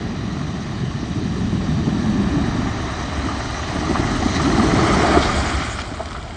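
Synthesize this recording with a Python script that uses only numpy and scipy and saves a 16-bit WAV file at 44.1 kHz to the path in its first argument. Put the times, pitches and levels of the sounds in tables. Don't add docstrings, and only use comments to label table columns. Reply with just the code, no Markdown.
import sys
import numpy as np
from scipy import signal
from scipy.io import wavfile
from scipy.ndimage import uniform_filter1d

SR = 44100
rng = np.random.default_rng(int(sys.argv[2]) if len(sys.argv) > 2 else 0)


def materialize(psi):
    bounded = np.clip(np.atleast_2d(psi).T, -1, 1)
    quanta = np.round(bounded * 32767).astype(np.int16)
    wavfile.write(sys.argv[1], SR, quanta)


N = 280476

CLOSEST_S, CLOSEST_M, SPEED_M_PER_S = 4.934, 2.146, 4.45
ASHORE_S, CLIMB_S = 5.606, 0.44


def from_db(db):
    return 10 ** (np.asarray(db) / 20)


def rms_one(x):
    return x / np.sqrt(np.mean(x ** 2) + 1e-20)


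def in_time(rows):
    s, *columns = np.transpose(rows)
    return [np.interp(np.arange(N) / SR, s, c) for c in columns]


def drift(rate_hz):
    step = 40
    r = np.exp(-2 * np.pi * rate_hz * step / SR)
    noise = rng.standard_normal(N // step + 2002)
    slow = signal.lfilter([1], [1, -2 * r, r * r], noise)[2000:]
    return np.interp(np.arange(N) / step, np.arange(len(slow)), rms_one(slow))


def band(x, low_hz, high_hz):
    sos = signal.butter(2, [low_hz, high_hz], "band", fs=SR, output="sos")
    return signal.sosfilt(sos, x + 1e-18)


def held(x, seconds=0.076):
    power = np.abs(uniform_filter1d(x ** 2, max(int(seconds * SR), 2)))
    return x / np.sqrt(power + 1e-12)


def swell(s, db, half_s):
    return db * np.exp(-((np.arange(N) / SR - s) / half_s) ** 2)


def moving_peak(x, hz, width_hz, db, size=2048):
    half = np.pi * width_hz / SR
    out, state = np.zeros(N), np.zeros(2)
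    for i in range(0, N, size):
        c = -2 * np.cos(2 * np.pi * hz[i] / SR)
        g = from_db(db[i] / 2)
        zeros, poles = [1 + half * g, c, 1 - half * g], [1 + half / g, c, 1 - half / g]
        out[i:i + size], state = signal.lfilter(zeros, poles, x[i:i + size], zi=state)
    return out


def distance_db(lag_s=0):
    along_m = SPEED_M_PER_S * (np.arange(N) / SR - CLOSEST_S - lag_s)
    return -20 * np.log10(np.hypot(1, along_m / CLOSEST_M))


def ashore(lag_s=0):
    return .5 + .5 * np.tanh(2 * (np.arange(N) / SR - ASHORE_S - lag_s) / CLIMB_S)


def impacts(per_s, spread_db):
    at = np.flatnonzero(rng.random(N) < per_s / SR)
    size_db = spread_db * np.minimum(rng.exponential(1, len(at)), 4)
    clicks = np.zeros(N)
    clicks[at] = from_db(size_db) * rng.choice([-1, 1], len(at))
    return rms_one(clicks)


def shower(tone, share, per_s, spread_db, patchy_db, surge_db, colour=lambda hz: 0, count=8):
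    hz, tone_db = np.transpose(tone)
    edges = np.geomspace(hz[0], hz[-1], count + 1)
    out, power = 0, 0
    for low, high in zip(edges, edges[1:]):
        centre = np.sqrt(low * high)
        blur = np.sqrt(1 - share) * rng.standard_normal(N)
        drive = blur + np.sqrt(share) * impacts(per_s, spread_db)
        band_db = np.interp(np.log(centre), np.log(hz), tone_db) + colour(centre)
        gain = np.sqrt(high - low) * from_db(band_db)
        patches = from_db(patchy_db * drift(15.0))
        out = out + gain * rms_one(band(drive, low, high) * patches)
        power = power + gain ** 2
    return held(out / np.sqrt(power) * from_db(surge_db))


def blows(rows, ring_cycles, rise_cycles, scatter_s, scatter_db, scatter_octaves):
    out, t = np.zeros(N + SR), np.arange(SR // 4) / SR
    reach = 2 ** (scatter_octaves / 2)
    for s, level_db, hz in rows:
        ring = np.sin(2 * np.pi * hz * t) * from_db(-60 * t * hz / ring_cycles)
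        noise = rms_one(band(rng.standard_normal(len(t)), hz / reach, hz * reach))
        scatter = noise * from_db(scatter_db - 60 * t / scatter_s)
        rise = 1 - np.exp(-(t * hz / rise_cycles) ** 2)
        blow, at = (ring + scatter) * rise, round(s * SR)
        out[at:at + len(t)] += from_db(level_db) * blow / np.abs(blow).max()
    return out[:N]


def patter(per_s, spread_db, decay_s, low_hz, high_hz):
    clicks = np.abs(impacts(per_s, spread_db)) + 1e-18
    bursts = signal.lfilter([1], [1, -from_db(-60 / (decay_s * SR))], clicks)
    return rms_one(band(bursts * rng.standard_normal(N), low_hz, high_hz))


def engine():
    # start_s, effort_db
    effort_curve = [(0, 0), (.45, -4), (1.0, -1), (1.7, 2), (2.05, 0.5), (2.5, 3), (3.05, -1), (3.65, -2),
                    (4.15, 1.5), (5.25, 0), (5.85, -5), (6.36, -6)]
    # frequency_hz, level_db
    rumble_tone = [(20, -25), (32, -10.5), (45, -4), (65, -2.5), (88, 2.5), (115, -5.5), (160, -15)]
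    effort_db, = in_time(effort_curve)
    firing_hz = 67.8 - 0.25 * effort_db
    turns = np.cumsum(firing_hz * (1 + 0.0606 * drift(7.17))) / SR
    firings = np.diff(np.floor(turns), prepend=0) * from_db(3.7 * drift(29))
    exhaust = rms_one(band(firings, 48, 92))
    tilt_db = 1.0 - 4.9 * ashore(lag_s=-0.71)
    rumble = shower(rumble_tone, share=0.22, per_s=60, spread_db=-0.5, patchy_db=0.5, surge_db=0,
                    colour=lambda hz: tilt_db * np.log2(hz / 65), count=7)
    level_db = -24.0 + 0.29 * distance_db() + effort_db + 0.75 * drift(8.3)
    return from_db(level_db) * held(from_db(-5.5) * exhaust + rumble, seconds=0.092)


def jolts():
    # start_s, level_db, pitch_hz
    bumps = [(3.13, -21, 72), (3.93, -18, 67.5), (4.92, -17, 69), (5.13, -14, 70), (5.35, -19, 68.5),
             (5.51, -17, 66.5)]
    return from_db(-2.0) * blows(bumps, ring_cycles=16, rise_cycles=3.6,
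                                 scatter_s=0.2, scatter_db=-11, scatter_octaves=.8)


def crackle():
    snaps = patter(per_s=35, spread_db=1.2, decay_s=0.015, low_hz=1300, high_hz=4300)
    return from_db(-35 + distance_db()) * ashore(lag_s=-0.23) * snaps


def crunches(decay_s=0.06, rise_s=0.0014, width_octaves=0.81, grains_per_s=2500):
    # start_s, level_db, pitch_hz
    crunch_rows = [(4.735, -20, 5000), (5.222, -7.5, 3600), (5.377, -11, 3600), (5.497, -13, 1950),
                   (5.604, -16, 2600), (5.622, -15, 2280), (5.786, -17.5, 2200), (5.798, -21, 3980),
                   (5.871, -27, 1900), (5.944, -25.5, 2150), (6.033, -28, 5160), (6.055, -30, 3800),
                   (6.070, -28, 3800), (6.149, -23, 2060), (6.164, -24.5, 3500), (6.277, -31, 3950),
                   (6.328, -34, 4100)]
    out, t = np.zeros(N + SR), np.arange(SR // 4) / SR
    reach = 2 ** (width_octaves / 2)
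    envelope = from_db(-60 * t / decay_s) * (1 - np.exp(-t / rise_s))
    for s, level_db, hz in crunch_rows:
        cracks = (rng.random(len(t)) < grains_per_s / SR) * rng.standard_normal(len(t))
        crunch, at = band(cracks * envelope, hz / reach, hz * reach), round(s * SR)
        out[at:at + len(t)] += from_db(level_db) * crunch / np.abs(crunch).max()
    return from_db(-6.5) * out[:N]


def stones():
    # start_s, level_db, pitch_hz
    knocks = [(5.036, -2, 690), (5.052, -1.5, 706), (5.080, -5, 690), (5.143, -7, 720), (5.158, -4, 725),
              (5.620, -12, 1370), (5.787, -11.5, 1390), (5.994, -14, 634), (6.002, -7.5, 665),
              (6.022, -19, 660), (6.107, -18, 1370), (6.117, -18, 1250), (6.149, -14, 1290),
              (6.158, -21, 1400), (6.262, -23, 740), (6.299, -22, 720), (6.345, -24, 750)]
    return from_db(-7) * blows(knocks, ring_cycles=15, rise_cycles=1.55,
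                               scatter_s=0.069, scatter_db=-15.5, scatter_octaves=1.0)


def spatter():
    lumps = patter(per_s=60, spread_db=.6, decay_s=.025, low_hz=700, high_hz=2110)
    return from_db(-30 + distance_db()) * (1 - ashore()) * lumps


def spray(grain):
    # frequency_hz, level_db
    spray_tone = [(1800, -9), (2500, 1), (3100, 1), (4100, -1), (5200, -3), (6300, -6), (7500, -16.5)]
    mist_tone = [(5500, -15), (7000, 10), (8000, 8), (9500, -23)]
    # centre_s, swell_db, half_length_s
    spray_bursts = [(3.664, 1.5, 0.024), (4.372, 2.5, 0.073), (4.946, 1, 0.036), (5.232, 3, 0.037),
                    (5.8, 5, .02)]
    # centre_s, swell_db, half_length_s
    mist_flicks = [(4.348, 2, 0.085), (5.378, 6, .03), (5.49, 6, .04), (5.716, 7, 0.055),
                   (5.95, 4.5, 0.014), (6.038, 2, .012)]
    spray_hang_s, mist_hang_s = 0.084, 0.2
    near_db, dried = distance_db(spray_hang_s), ashore(lag_s=0.16)
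    tilt_db = 0.5 + 0.13 * near_db - 2.2 * dried
    flutter = drift(25) + .6 * drift(4)
    drops = shower(spray_tone, grain, per_s=1300, spread_db=1.0, patchy_db=1.45, surge_db=.35 * flutter,
                   colour=lambda hz: tilt_db * np.log2(hz / 4000), count=10)
    mist = shower(mist_tone, grain, per_s=1800, spread_db=2.0, patchy_db=3.0,
                  surge_db=0.53 * flutter, count=4)
    bursts_db = sum(swell(*burst) for burst in spray_bursts)
    flicks_db = sum(swell(*flick) for flick in mist_flicks)
    drops_db = -29.5 + 0.55 * near_db - 9.7 * dried + bursts_db
    mist_db = -39.5 + 1.02 * distance_db(mist_hang_s) - 5.8 * dried + flicks_db
    return from_db(drops_db) * drops + from_db(mist_db) * mist


def slaps():
    # start_s, level_db, pitch_hz of the trapped air
    sheets = [(2.786, -27, 1900), (2.931, -21, 1190), (3.284, -16, 1160), (3.400, -20.5, 720),
              (3.402, -18, 1230), (3.542, -18, 1950), (3.593, -19, 1180), (3.628, -20, 1330),
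              (3.631, -21, 1950), (3.843, -15.5, 1140), (3.893, -23, 1940), (3.900, -18.5, 716),
              (3.948, -20, 763), (3.953, -9.5, 1170), (4.070, -21, 2090), (4.221, -13.5, 743),
              (4.224, -18, 2040), (4.357, -16, 1930), (4.394, -18, 754), (4.396, -12, 1193),
              (4.456, -10, 1315), (4.465, -17, 735), (4.577, -14, 740), (4.594, -9.5, 1250),
              (4.666, -16, 1246), (4.753, -14.5, 2020), (4.790, -10.5, 1265), (4.865, -13, 714),
              (4.899, -18, 2000), (4.930, -12, 1260), (5.052, -15, 1280), (5.101, -13, 1260),
              (5.116, -13, 2040), (5.135, -17, 2090), (5.14, -16, 1360), (5.288, -12, 1200),
              (5.520, -18, 1257)]
    return from_db(-3.0) * blows(sheets, ring_cycles=29, rise_cycles=2.7,
                                 scatter_s=0.11, scatter_db=-14.5, scatter_octaves=1.0)


def gulps():
    # start_s, level_db, pitch_hz
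    pockets = [(.765, -20, 126), (1.43, -15.5, 210.6), (1.665, -15, 150), (2.05, -15, 219.6),
               (2.16, -10.5, 200), (2.345, -14.5, 278), (2.57, -15, 253), (2.64, -18, 262),
               (3.80, -15.5, 311), (3.88, -20, 321), (4.075, -19, 282), (4.455, -10.5, 298),
               (4.57, -12.5, 216.2), (4.62, -11, 318), (4.76, -16, 297), (4.82, -12.5, 340),
               (4.97, -17, 340)]
    return from_db(-2.0) * blows(pockets, ring_cycles=45, rise_cycles=5.7,
                                 scatter_s=0.25, scatter_db=-12, scatter_octaves=0.37)


def thumps():
    # start_s, level_db, pitch_hz
    underbody = [(.408, -13, 200), (.824, -14, 150), (1.030, -13, 204), (1.528, -10, 184),
                 (1.766, -11.5, 175), (1.944, -9.5, 214), (2.234, -10, 220), (2.363, -9.5, 160),
                 (2.378, -4, 253), (2.790, -14.5, 225), (3.259, -9, 255), (3.755, -9, 256),
                 (3.908, -9, 350), (3.997, -6.5, 216), (4.258, -5, 228), (4.447, -7.5, 256),
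                 (4.620, -5.5, 253), (4.734, -5.5, 256), (4.818, -7.5, 150), (5.147, -13, 302),
                 (5.171, 3, 350), (5.604, -12, 245), (5.915, -14.5, 240), (6.003, -20, 420)]
    return from_db(-2.0) * blows(underbody, ring_cycles=8.2, rise_cycles=0.6,
                                 scatter_s=0.059, scatter_db=-11.0, scatter_octaves=1.6)


def splash(churn_db, grain):
    # frequency_hz, level_db
    splash_tone = [(300, -5.5), (480, 2.5), (680, -0.5), (1000, -4), (1350, -5), (1900, -6.5),
                   (2400, -12.5), (3200, -24.5)]
    near_db = distance_db()
    tilt_db = -.2 - 0.035 * near_db + swell(ASHORE_S, db=3.5, half_s=0.19)
    clump_s, clump_share = .012, .09
    clump_starts = np.abs(impacts(per_s=24, spread_db=-1.5))
    landings = signal.lfilter([1], [1, -np.exp(-1 / (clump_s * SR))], clump_starts)
    clumps_db = 20 * np.log10(1 + clump_share * rms_one(landings)) + .5 * drift(35)
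    bubbles = shower(splash_tone, grain, per_s=350, spread_db=0.0, patchy_db=0.6, surge_db=clumps_db,
                     colour=lambda hz: tilt_db * np.log2(hz / 1000), count=12)
    return from_db(-19.0 + 0.96 * near_db + churn_db + .5 * drift(12)) * bubbles


def drumming(churn_db):
    # frequency_hz, level_db
    drum_tone = [(70, -19), (100, -0.5), (140, -1), (210, 0), (290, -2.5), (380, -6.5), (480, -10),
                 (620, -21)]
    # start_s, pitch_hz
    boom_curve = [(0, 158), (.7, 132), (1.8, 183), (2.2, 208), (2.5, 264), (3.8, 304), (4.1, 262),
                  (4.5, 306), (5.15, 347), (5.9, 250)]
    # centre_s, change_db
    change_rows = [(.48, 3), (.83, 2), (1.45, 1), (1.55, 2.5), (1.71, 0), (1.88, 4.5), (2.08, -0.5),
                   (2.19, -1), (3.28, 4), (3.91, 7.5), (4.0, 4), (4.26, -2), (4.484, 5), (4.57, 1.5),
                   (5.17, 0)]
    boom_hz = in_time(boom_curve)[0] * 2 ** (.08 * drift(6.7))
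    boom_db, width_octaves = 5.5, .33
    near_db = distance_db()
    tilt_db = 3.0 * from_db(near_db / 2) - 1.8

    def colour(hz):
        offset = np.log2(hz / boom_hz) / width_octaves
        return tilt_db * np.log2(hz / 200) + boom_db / (1 + offset ** 2)

    beats = shower(drum_tone, share=0.48, per_s=160, spread_db=2.0, patchy_db=1.73,
                   surge_db=1.0 * drift(35), colour=colour, count=11)
    changes_db = sum(swell(s, db, half_s=0.013) for s, db in change_rows)
    return from_db(-16.5 + 0.46 * near_db + churn_db + changes_db + 0.89 * drift(4.9)) * beats


def scene():
    # start_s, drumming_db on the body, splash_db
    churn_curve = [(0, 1, 3.5), (.65, -1, 2), (1.3, 3, 0), (2.4, 4, 4), (2.65, 0, 4), (2.95, -9, 2.5),
                   (3.2, -5, 2), (3.6, -10, -1.5), (3.95, -4, 0.5), (4.3, -3, -3), (4.65, -0.5, -1),
                   (4.95, -1, -0.5), (5.165, -2, 3.5), (5.21, -5.5, 0.5), (5.35, -6.5, -0.5),
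                   (5.8, -14.5, -6.5), (6.36, -17.5, -8.5)]
    drum_db, splash_db = in_time(churn_curve)
    grain = 0.29 + (0.64 - 0.29) * ashore(lag_s=-0.34)
    chassis = engine() + jolts() + thumps()
    ground = crackle() + crunches() + stones()
    wake = spatter() + spray(grain) + slaps() + gulps() + splash(splash_db, grain) + drumming(drum_db)
    return (chassis + ground + wake)[None]


def record(dry):
    # start_s, facing (0 creek, 1 bank)
    facing_curve = [(0, .15), (2.2, 0.013), (3.35, 0.22), (3.6, 0.25), (4.55, 0.28), (5.1, 0.83), (6.36, 1)]
    # creek_hz, bank_hz, width_hz, creek_db, bank_db
    port_peaks = [(499.4, 508, 106, -14, -12.5), (730, 650, 240, 2.5, 4), (938, 930, 125, -2.5, -3.5),
                  (1160, 1275, 250, 4, 4), (1500, 1700, 305, -5.5, -3.5), (1750, 2390, 250, 4.5, 1.5),
                  (2150, 2600, 420, -4.5, 0), (2664, 2635, 260, -5.5, -10.5), (3060, 3220, 130, 0, 3.5),
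                  (3420, 3400, 420, -4.5, -1), (3740, 4900, 350, 5, -0.5), (4350, 5600, 230, -2.5, -6),
                  (4620, 5700, 260, 3.5, 4), (5220, 4900, 460, -6.5, 2.5), (5740, 6550, 380, 5, 0),
                  (6810, 6200, 280, 6, -7.5), (6960, 7700, 420, -6.5, -2), (8730, 8850, 250, 14, 7.5)]
    x, (facing,) = dry[0], in_time(facing_curve)
    for creek_hz, bank_hz, width_hz, creek_db, bank_db in port_peaks:
        hz = creek_hz + (bank_hz - creek_hz) * facing
        db = creek_db + (bank_db - creek_db) * facing
        x = moving_peak(x, hz, width_hz, db)
    top = .95
    x = top * np.tanh(x / top)
    return signal.sosfilt(signal.ellip(10, .3, 70, 9150, fs=SR, output="sos"), x)[None]


dry = scene()
out = record(dry)
materialize(out)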